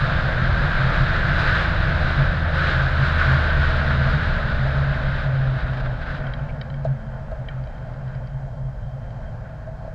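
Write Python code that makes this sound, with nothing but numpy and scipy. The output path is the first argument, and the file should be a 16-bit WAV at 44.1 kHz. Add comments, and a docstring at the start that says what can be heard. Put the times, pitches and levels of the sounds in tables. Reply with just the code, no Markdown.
"""Wind hisses in the microphone port of a closed camera case and buffets it: turbulent noise in flickering bands.
The case rides on a motorcycle that slows down on a city road; wind and road noise sink as it goes.
Its mount swings near 134 Hz as a narrow-band resonator, and amplifies engine and driveline orders at fixed pitches.
Tyre roar and a thin whine come through the case; ticks and knocks are decaying modes, squeaks are gliding tones.
"""
import sys
import numpy as np
from scipy import signal
from scipy.fft import rfft, irfft, next_fast_len
from scipy.io import wavfile
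from scipy.ndimage import uniform_filter1d

SR = 44100
rng = np.random.default_rng(int(sys.argv[2]) if len(sys.argv) > 2 else 0)


def persist_wave(psi):
    """Save psi, clipped to +-1, as 16-bit WAV."""
    counts = np.round(np.clip(psi, -1, 1) * 32767).astype(np.int16)
    wavfile.write(sys.argv[1], SR, np.atleast_2d(counts).T)


N = 438354
T = np.arange(N) / SR  # time, s


def undb(db):
    """Level definition: an amplitude ratio is 10^(level / 20 dB)."""
    return 10 ** (np.asarray(db) / 20)


def curves(table):
    """Linear interpolation: the columns of a table are joined by straight lines in time."""
    s, *columns = np.transpose(table)
    return [np.interp(T, s, column) for column in columns]


def lift(hz, modes):
    """Resonance: a body passes everything and adds the power of its modes (f/Hz, width/Hz, level/dB)."""
    power = sum(undb(2 * db) / (1 + (2 * (hz - f) / width) ** 2) for f, width, db in modes)
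    return np.sqrt(1 + power)


def walk(rate):
    """Slow random modulation: levels held for 1 / rate s and slewed twice, with a spread near 1."""
    hold = int(SR / rate)
    steps = np.repeat(rng.standard_normal(N // hold + 1), hold)
    return 1.3 * uniform_filter1d(uniform_filter1d(steps, hold), hold)[:N]


def turbulence(shape, modes, shared_db, own_db, rate, tilt_db=0):
    """Broadband turbulence: noise of rms 1 before its octave bands flicker, together and each alone."""
    size = next_fast_len(N)
    hz = np.arange(size // 2 + 1) * SR / size + 1e-3  # offset keeps the logarithm finite
    f, db = np.transpose(shape)
    colour = undb(np.interp(np.log(hz), np.log(f), db, -90, -90)) * lift(hz, modes)
    noise = rfft(rng.standard_normal(size)) * colour
    scale = np.std(irfft(noise, size))
    shared = walk(rate)
    out = 0
    for centre in 2 ** np.arange(np.floor(np.log2(f[0])), np.log2(f[-1]) + 1):
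        # neighbouring cosine-squared bands overlap and sum to one
        band = np.cos(np.pi / 2 * np.clip(np.log2(hz / centre), -1, 1)) ** 2
        flicker_db = shared_db * shared + own_db * walk(rate)
        flicker_db = flicker_db + (centre > 3000) * tilt_db  # tilt moves the treble bands only
        out = out + undb(flicker_db) * irfft(noise * band, size)[:N]
    return out / scale


def ring(hz, t60, rise_s):
    """Free decay: one mode dies away by 60 dB in t60; a longer push starts it more softly."""
    t = np.arange(int(t60 * SR)) / SR
    onset = np.sin(np.pi / 2 * np.minimum(t / rise_s, 1)) ** 2
    return np.sin(2 * np.pi * hz * t) * 1000. ** (-t / t60) * onset


def add(out, s, sound):
    """Superposition: a sound is mixed in at time s."""
    i = int(s * SR)
    out[i:i + len(sound)] += sound[:N - i]


SHIFT_S = 0.21  # length of each gradual change
TOP_GEAR_OUT_S, LOW_GEAR_IN_S = 5.9, 7.3


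def engaged(s):
    """Gradual engagement: a linear ramp, 0 before time s and 1 once SHIFT_S has passed."""
    return np.clip((T - s) / SHIFT_S, 0, 1)


# Rotation as the ride slows: t/s, crank f/Hz, driveline f/Hz
SPEED = [(0, 86, 86), (1.5, 83.5, 83.5), (1.9, 81.9, 81.9), (2.3, 81.1, 81.1), (3.1, 78.3, 78.3),
         (4.7, 71.1, 71.1), (5.1, 68.3, 68.8), (5.9, 62.9, 65.6), (7.1, 52.3, 53.8), (7.3, 51.5, 53),
         (7.5, 57.8, 51.9), (8.7, 53.6, 47.5), (9.94, 49.2, 43.7)]


def rotation():
    """Rotational kinematics: crank and driveline frequencies over time, Hz."""
    return curves(SPEED)


def speed_db():
    """Speed level: road speed, taken from the driveline, in dB relative to the start."""
    line = rotation()[1]
    return 20 * np.log10(line / line[0])


# Steady wind at the port: t/s, level/dB
WIND = [(0, -26.5), (.6, -26.5), (1.3, -24), (1.69, -25.5), (2.08, -25.5), (2.5, -29.5), (2.85, -26),
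        (3.7, -25.5), (4.2, -27.5), (4.6, -30), (5.18, -31), (5.3, -35), (6.19, -37.5), (6.24, -39.5),
        (6.76, -49.5), (8.13, -49), (8.6, -56.5), (9.2, -51.5), (9.94, -54.5)]
CRUISE_DB, SLOW_S = -25.5, 0.54  # wind at cruising speed; time over which the case feels its mean


def steady_wind_db():
    """Mean flow: level of the wind at the port without brief swells or flutter."""
    return curves(WIND)[0]


def pace_db():
    """Temporal averaging: mean wind relative to cruising sets how hard the ride shakes the case."""
    return uniform_filter1d(steady_wind_db(), int(SLOW_S * SR), mode="nearest") - CRUISE_DB


# Spectrum of the microphone's own hiss: f/Hz, relative level/dB per Hz
FLOOR = [(3000, -3.5), (5500, -4), (7000, -5), (8500, -12), (10000, -17.5), (16000, -18)]
FLOOR_DB = -71.5


def floor_hiss():
    """Self-noise: the microphone adds faint, nearly steady noise."""
    return undb(FLOOR_DB) * turbulence(FLOOR, [], .1, .3, 10)


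# Short rubs: t/s, length/s, lowest f/Hz, level/dB
SQUEAKS = [(6.488, .022, 2250, -41), (9.448, .016, 1520, -43)]


def squeak():
    """Friction: short rubs whose pitch dips and recovers, roughened by random phase."""
    out = np.zeros(N)
    for s, length, hz, db in SQUEAKS:
        u = np.arange(int(length * SR)) / (length * SR)  # progress through the rub, 0 to 1
        glide = hz * (1 + .08 * (2 * u - 1) ** 2)
        phase = 2 * np.pi * np.cumsum(glide) / SR + .5 * walk(1500)[:len(u)]
        octave = .2 * np.cos(np.pi * u) ** 2 * np.sin(2 * phase)  # its share is largest at both ends
        add(out, s, undb(db) * np.sqrt(np.sin(np.pi * u)) * (np.sin(phase) + octave))
    return out


# Taps of a loose part: t/s, level/dB, then relative level/dB near 2 kHz (before a 5 dB cut), 4 kHz, 5 kHz
TICKS = [(6.2675, -36.5, -2, -16, -19), (6.336, -31.5, 0, -10, -16), (6.3945, -46, 2, -15, -18),
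         (6.6129, -33.5, 3.5, -5, -8), (6.7006, -40.5, -2, -10, -19), (6.741, -44, 7, -20, -16),
         (7.4856, -31, 1, -19, -25), (7.638, -51, 6, -14, -4), (7.672, -53, 6, -4, -8),
         (7.78, -53, 4, -11, -11), (7.936, -52, 6, -11, -10), (8.0775, -53, 3, -11, -9),
         (8.1489, -54, 12, -7, -2), (8.2716, -54, 6, -10, 2), (9.105, -52, 3, -11, -12)]
# Modes struck by each tap: f/Hz, relative level/dB, t60/s
TICK_MODES = [(1640, 2, 0.025), (1830, 5, 0.038), (2270, 0.5, 0.039), (3124, 4.5, 0.022), (3910, 7, 0.027),
              (4700, 7, 0.02), (5130, -0.5, 0.018)]


def ticks():
    """Modal excitation: a loose part taps the case, ringing short bright modes balanced anew at each tap."""
    out = np.zeros(N)
    detunings = rng.standard_normal((len(TICKS), len(TICK_MODES)))
    for (s, db, low_db, mid_db, top_db), detuning in zip(TICKS, detunings):
        for (hz, mode_db, t60), a in zip(TICK_MODES, detuning):
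            if hz < 2700:
                share_db = low_db - 5
            elif hz < 3600:
                share_db = 0
            else:
                share_db = mid_db if hz < 4400 else top_db
            add(out, s, undb(db + mode_db + share_db) * ring(hz * (1 + 0.015 * a), t60, 0.002))
    return out


# Spectrum of the tyre roar: f/Hz, relative level/dB per Hz
ROAR = [(170, -31), (250, -10), (340, -18), (480, -13.5), (620, -7.5), (760, -11), (1100, -21.5),
        (1550, -20.5), (2900, -40.5), (3400, -47), (3900, -38), (5000, -39.5), (6000, -51), (9000, -72)]
# Resonances of the case: f/Hz, width/Hz, level/dB
CASE = [(527, 56, 6), (633.4, 57, 7), (780, 100, -0.5), (876, 21, 9), (1060, 76, 7)]
ROAD_DB, ROAD_SLOPE, ROAD_POWER = -32.5, 0.27, 0.71  # roar at cruise; dB per dB of wind; power of road speed
WHINE_DB, WHINE_SLOPE = -61.5, .3  # whine at cruise; dB per dB of wind
WHINE_FADES_S, WHINE_FADE_DB_S = 9.3, 10  # start of its fade; dB per s


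def road():
    """Structure-borne transmission: tyre roar comes through the case, with a thin whine of a small buzzing part."""
    roar = turbulence(ROAR, CASE, 0.9, 0.73, 16)
    roar_db = ROAD_DB + ROAD_SLOPE * pace_db() + ROAD_POWER * speed_db()
    whine = turbulence([(2900, -8.5), (3140, -3.0), (3400, -12.5)], [(3170, 130, 18)], 2.2, .1, 22)
    fade_db = WHINE_FADE_DB_S * np.maximum(T - WHINE_FADES_S, 0)
    whine_db = WHINE_DB + WHINE_SLOPE * pace_db() - fade_db
    return undb(roar_db) * roar + undb(whine_db) * whine


# Engine load: t/s, relative level/dB
LOAD = [(0, -3.5), (1, -2), (3, -0.5), (4, 1), (5, -2.5), (5.8, -10), (6.4, -6.5), (7.2, -12.5), (7.5, -10),
        (8.2, -10.5), (9.94, -8)]
# Crank tones: order, level/dB before load and mount
CRANK = [(1, -38), (2, -44), (3, -58)]
# Driveline tone: order, level/dB before unloading and mount
DRIVELINE = [(4, -59.5)]
# Gear meshes of the top gear: order of the driveline, level/dB before mesh level and mount
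TOP_GEAR = [(5.75, -64), (6, -62), (6.65, -62), (8, -62), (8.57, -60)]
# Gear meshes of the low gear: order of the driveline, level/dB before mesh level and mount
LOW_GEAR = [(2.47, -42), (4.95, -67)]
# Resonances of the mount: f/Hz, width/Hz, level/dB
MOUNT = [(54, 14, 5), (77, 9, 14), (133, 14, 5), (168, 30, 9), (220, 10, 18), (260, 16, 8), (333, 16, 14),
         (570, 160, 13)]
TOP_MESH_DB, TOP_MESH_SLOPE = 1.5, .5  # at cruise; dB per dB of wind
LOW_MESH_DB, FREE_DB = -2.5, -41  # low mesh; drop of a mesh that is out of gear
UNLOAD_DB = -8  # the driveline quietens in the low gear


def drive():
    """Order excitation: each order is a tone that swells as it crosses a mount resonance; levels wander."""
    crank, line = rotation()
    load_db = curves(LOAD)[0]
    line_db = UNLOAD_DB * engaged(LOW_GEAR_IN_S)
    top_db = TOP_MESH_DB + TOP_MESH_SLOPE * pace_db() + FREE_DB * engaged(TOP_GEAR_OUT_S)
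    low_db = LOW_MESH_DB + FREE_DB * (1 - engaged(LOW_GEAR_IN_S - SHIFT_S / 2))
    # rotation, orders, level, spread of the wandering level in dB
    sources = ((crank, CRANK, load_db, 1.3), (line, DRIVELINE, line_db, 1.6),
               (line, TOP_GEAR, top_db, 3.), (line, LOW_GEAR, low_db, 1.6))
    out = 0
    for hz, orders, db, patchy_db in sources:
        hz = hz * (1 + 0.0018 * walk(6))
        phase = 2 * np.pi * np.cumsum(hz) / SR
        for order, order_db in orders:
            tone = np.sqrt(2) * np.sin(order * phase + rng.uniform(0, 2 * np.pi))
            level_db = order_db + db + patchy_db * walk(4)
            out = out + undb(level_db) * lift(order * hz, MOUNT) * tone
    return out


# Jolts: t/s, level/dB, length of the push/s
KNOCKS = [(6.85, -17.5, 0.003), (6.86, -26, 0.004), (7.317, -26, 0.003), (7.458, -43, 0.0027),
          (8.48, -34, 0.003), (9.439, -40, 0.003), (9.495, -37, 0.0032), (9.672, -31.5, 0.0036),
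          (9.689, -35, 0.0025), (9.848, -32.5, 0.0026), (9.877, -32, 0.003)]
# Modes rung by each jolt: f/Hz, relative level/dB, t60/s
KNOCK_MODES = [(574.1, -6.5, .08), (643.6, 3, 0.096), (800, -10.5, .06), (1280, -20.5, .04),
               (1615, -19, 0.046)]
# Spectrum of the crack: f/Hz, relative level/dB per Hz
CRACK = [(2000, -10), (4300, 0), (5300, -16), (6700, -14), (11000, -36)]
CRACK_DB, CRACK_T60_S = -41, 0.046


def knocks():
    """Impact excitation: a jolt rings the case and adds a brief noise crack, slightly stronger for harder jolts."""
    out = np.zeros(N)
    crack = turbulence(CRACK, [], .1, .1, 9)
    fade = 1000. ** (-T[:int(CRACK_T60_S * SR)] / CRACK_T60_S)
    detunings = rng.standard_normal((len(KNOCKS), len(KNOCK_MODES)))
    for (s, db, push_s), detuning in zip(KNOCKS, detunings):
        for (hz, mode_db, t60), a in zip(KNOCK_MODES, detuning):
            mode = ring(hz * (1 + 0.0036 * a), t60, max(push_s, .001))
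            add(out, s, undb(db + mode_db + 1.0) * mode)
        burst = fade * crack[int(s * SR):][:len(fade)]
        add(out, s - .003, undb(1.05 * (db + 10.5) + CRACK_DB) * burst)  # leads the ring by 3 ms
    return out


# Swells of the mount's swing: bumps push it, and from 4.5 to 5.9 s the second engine order drives it
# t/s, length/s, level/dB, starting f/Hz
MOUNT_SWELLS = [(.013, 0.027, -20.5, 127.5), (.225, 0.033, -21, 134), (.368, 0.13, -22, 129.2),
                (.608, 0.044, -23, 139.3), (.785, 0.12, -19.5, 131), (.987, 0.049, -19, 131.9),
                (1.384, 0.031, -21, 129.5), (2.144, 0.087, -21.5, 137), (2.739, 0.21, -23.5, 132.7),
                (2.98, 0.058, -18.5, 135), (3.09, .05, -25, 137), (3.256, 0.11, -18.5, 134),
                (3.543, .052, -25, 139.7), (3.864, 0.21, -22.5, 132.4), (4.122, 0.044, -18.5, 142),
                (4.255, .042, -25, 131.2), (4.579, 0.094, -20.5, 134.2), (4.724, 0.19, -20.5, 140.3),
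                (5.03, 0.076, -24, 137), (5.243, 0.33, -21.5, 134.7), (5.64, .28, -25, 130.6),
                (6.251, 0.053, -28, 127.2), (6.35, 0.096, -28.5, 141), (6.51, .14, -31.5, 138.6),
                (6.69, .138, -27, 137), (6.855, 0.067, -19.5, 134), (7.053, .18, -33, 130.5),
                (7.374, 0.04, -28, 131.2), (7.46, 0.27, -31.5, 131), (7.96, 0.22, -31, 132.1),
                (8.3, 0.16, -30.5, 135), (8.56, .15, -29, 132), (8.85, .11, -31.5, 132.2),
                (9.01, .1, -33, 128)]
SWELL_RISE_S, SWELL_T60_S = .025, .15
SWAY_HZ, SWAY_WIDTH_HZ = 133.9, 13
SWAY_DB, SWAY_SLOPE, SWAY_POWER = -33, .05, 1.8  # at cruise; dB per dB of wind; power of road speed
GLIDE_FROM_S = 4.5  # swells that start between here and the end of top gear glide with engine speed


def swing():
    """Forced resonance: rough tarmac keeps the mount swinging; bumps, then the second engine order, swell it.

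    Swells of the engine order glide down in proportion to engine speed; the others hold their pitch.
    """
    shape = [(100, -20), (SWAY_HZ, 0), (170, -20)]
    sway = turbulence(shape, [(SWAY_HZ, SWAY_WIDTH_HZ, 20)], 1.2, .1, 9)
    out = undb(SWAY_DB + SWAY_SLOPE * pace_db() + SWAY_POWER * speed_db()) * sway
    crank = rotation()[0]
    for (s, length, db, hz), turn in zip(MOUNT_SWELLS, rng.random(len(MOUNT_SWELLS))):
        t = np.arange(int((length + SWELL_T60_S) * SR)) / SR
        rise = np.sin(np.pi / 2 * np.minimum(t / SWELL_RISE_S, 1)) ** 2
        decay = undb(-60 * np.maximum(t - length, 0) / SWELL_T60_S)
        engine = crank[int(s * SR):][:len(t)]
        glide = engine / engine[0] if GLIDE_FROM_S < s < TOP_GEAR_OUT_S else np.ones(len(t))
        tone = np.sin(2 * np.pi * (np.cumsum(hz * glide) / SR + turn))
        add(out, s, np.sqrt(2) * undb(db) * rise * decay * tone)
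    return out


# Brief swells of the hiss: gusts, and short bursts that go with knocks and ticks at 6.84, 7.31, 7.47 s
# t/s, rise over the steady wind level/dB, hold/s
HISS_SWELLS = [(.69, 0.5, .02), (.86, 1, .08), (1.094, 0.5, .04), (1.378, 3, 0.12), (1.53, 3, .04),
               (2.527, 5, .17), (3.0, 1.5, .1), (3.172, 3, .12), (4.0, 0.5, 0.18), (5.538, 2.5, .03),
               (6.06, 1.5, 0.089), (6.248, 2.5, .02), (6.84, 2, .02), (7.31, 2.5, .04), (7.47, 3, .03),
               (9.43, 3, .02)]
HISS_RISE_S, HISS_FALL_S = 0.025, 0.045  # linear rise time; decay time constant
CALM_S, CALM_TREBLE_DB = 6.2, -6.5  # from here the flow stops tearing at the port edge: the hiss turns dull
FLUTTER_FROM_S, FLUTTER_DB, FLUTTER_HZ = 5.5, 2, 70  # just before that the flow breaks up


def wind_db():
    """Unsteady flow: brief swells rise, hold and die away over the steady wind; it flutters as the flow breaks up."""
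    db = steady_wind_db()
    for s, rise_db, hold_s in HISS_SWELLS:
        u = np.maximum(T - s, 0)
        fall = np.exp(-np.maximum(u - HISS_RISE_S - hold_s, 0) / HISS_FALL_S)
        db = db + rise_db * np.minimum(u / HISS_RISE_S, 1) * fall
    return db + FLUTTER_DB * engaged(FLUTTER_FROM_S) * (T < CALM_S) * walk(FLUTTER_HZ)


# Spectrum of the hiss: f/Hz, relative level/dB per Hz
HISS = [(200, -37), (300, -12.5), (450, -16), (800, -16.5), (1180, -7.5), (1540, -2.5), (2090, -13),
        (2870, -18.5), (3740, -19.5), (5000, -29.5), (5700, -40.5), (7000, -46), (8300, -52), (9500, -63),
        (12000, -70)]
# Resonances of the microphone port: f/Hz, width/Hz, level/dB
PORT = [(1542, 400, 3), (3860, 500, 0)]
# Spectrum of the buffeting: f/Hz, relative level/dB per Hz
BUFFET = [(15, -2), (30, 6), (60, -0.5), (100, -5.5), (170, -11.5), (220, -14.5), (300, -27.5), (420, -45),
          (700, -54.5)]
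TREBLE_DB, TREBLE_SLOPE = 0.4, .1  # treble tilt at cruise; dB per dB of wind
BUFFET_DB, BUFFET_SLOPE = -22, 0.44  # at cruise; dB per dB of wind


def wind():
    """Aeroacoustic noise: hiss coloured by the port, brighter when stronger, over low buffeting of the case."""
    hiss_db = wind_db()
    calm = np.clip((T - CALM_S) / HISS_RISE_S, 0, 1)
    tilt_db = TREBLE_DB + TREBLE_SLOPE * (hiss_db - CRUISE_DB) + CALM_TREBLE_DB * calm
    hiss = turbulence(HISS, PORT, 0.73, 0.46, 28, tilt_db)
    buffet = turbulence(BUFFET, [(142, 30, 8.8)], 0.69, 0.42, 5)
    buffet_db = BUFFET_DB + BUFFET_SLOPE * pace_db()
    return undb(hiss_db) * hiss + undb(buffet_db) * buffet


def scene():
    """Superposition: everything adds at one microphone, over its own faint hiss."""
    background = floor_hiss() + squeak() + ticks() + road()
    return (background + drive() + knocks() + swing() + wind())[None]


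def record(dry):
    """Band limitation: a steep low-pass, already settled at the start, cuts the top."""
    top_hz = 14200
    sos = signal.ellip(10, .2, 60, top_hz, fs=SR, output="sos")
    return signal.sosfilt(sos, dry, zi=signal.sosfilt_zi(sos)[:, None] * dry[:, :1])[0]


dry = scene()
out = record(dry)
persist_wave(out)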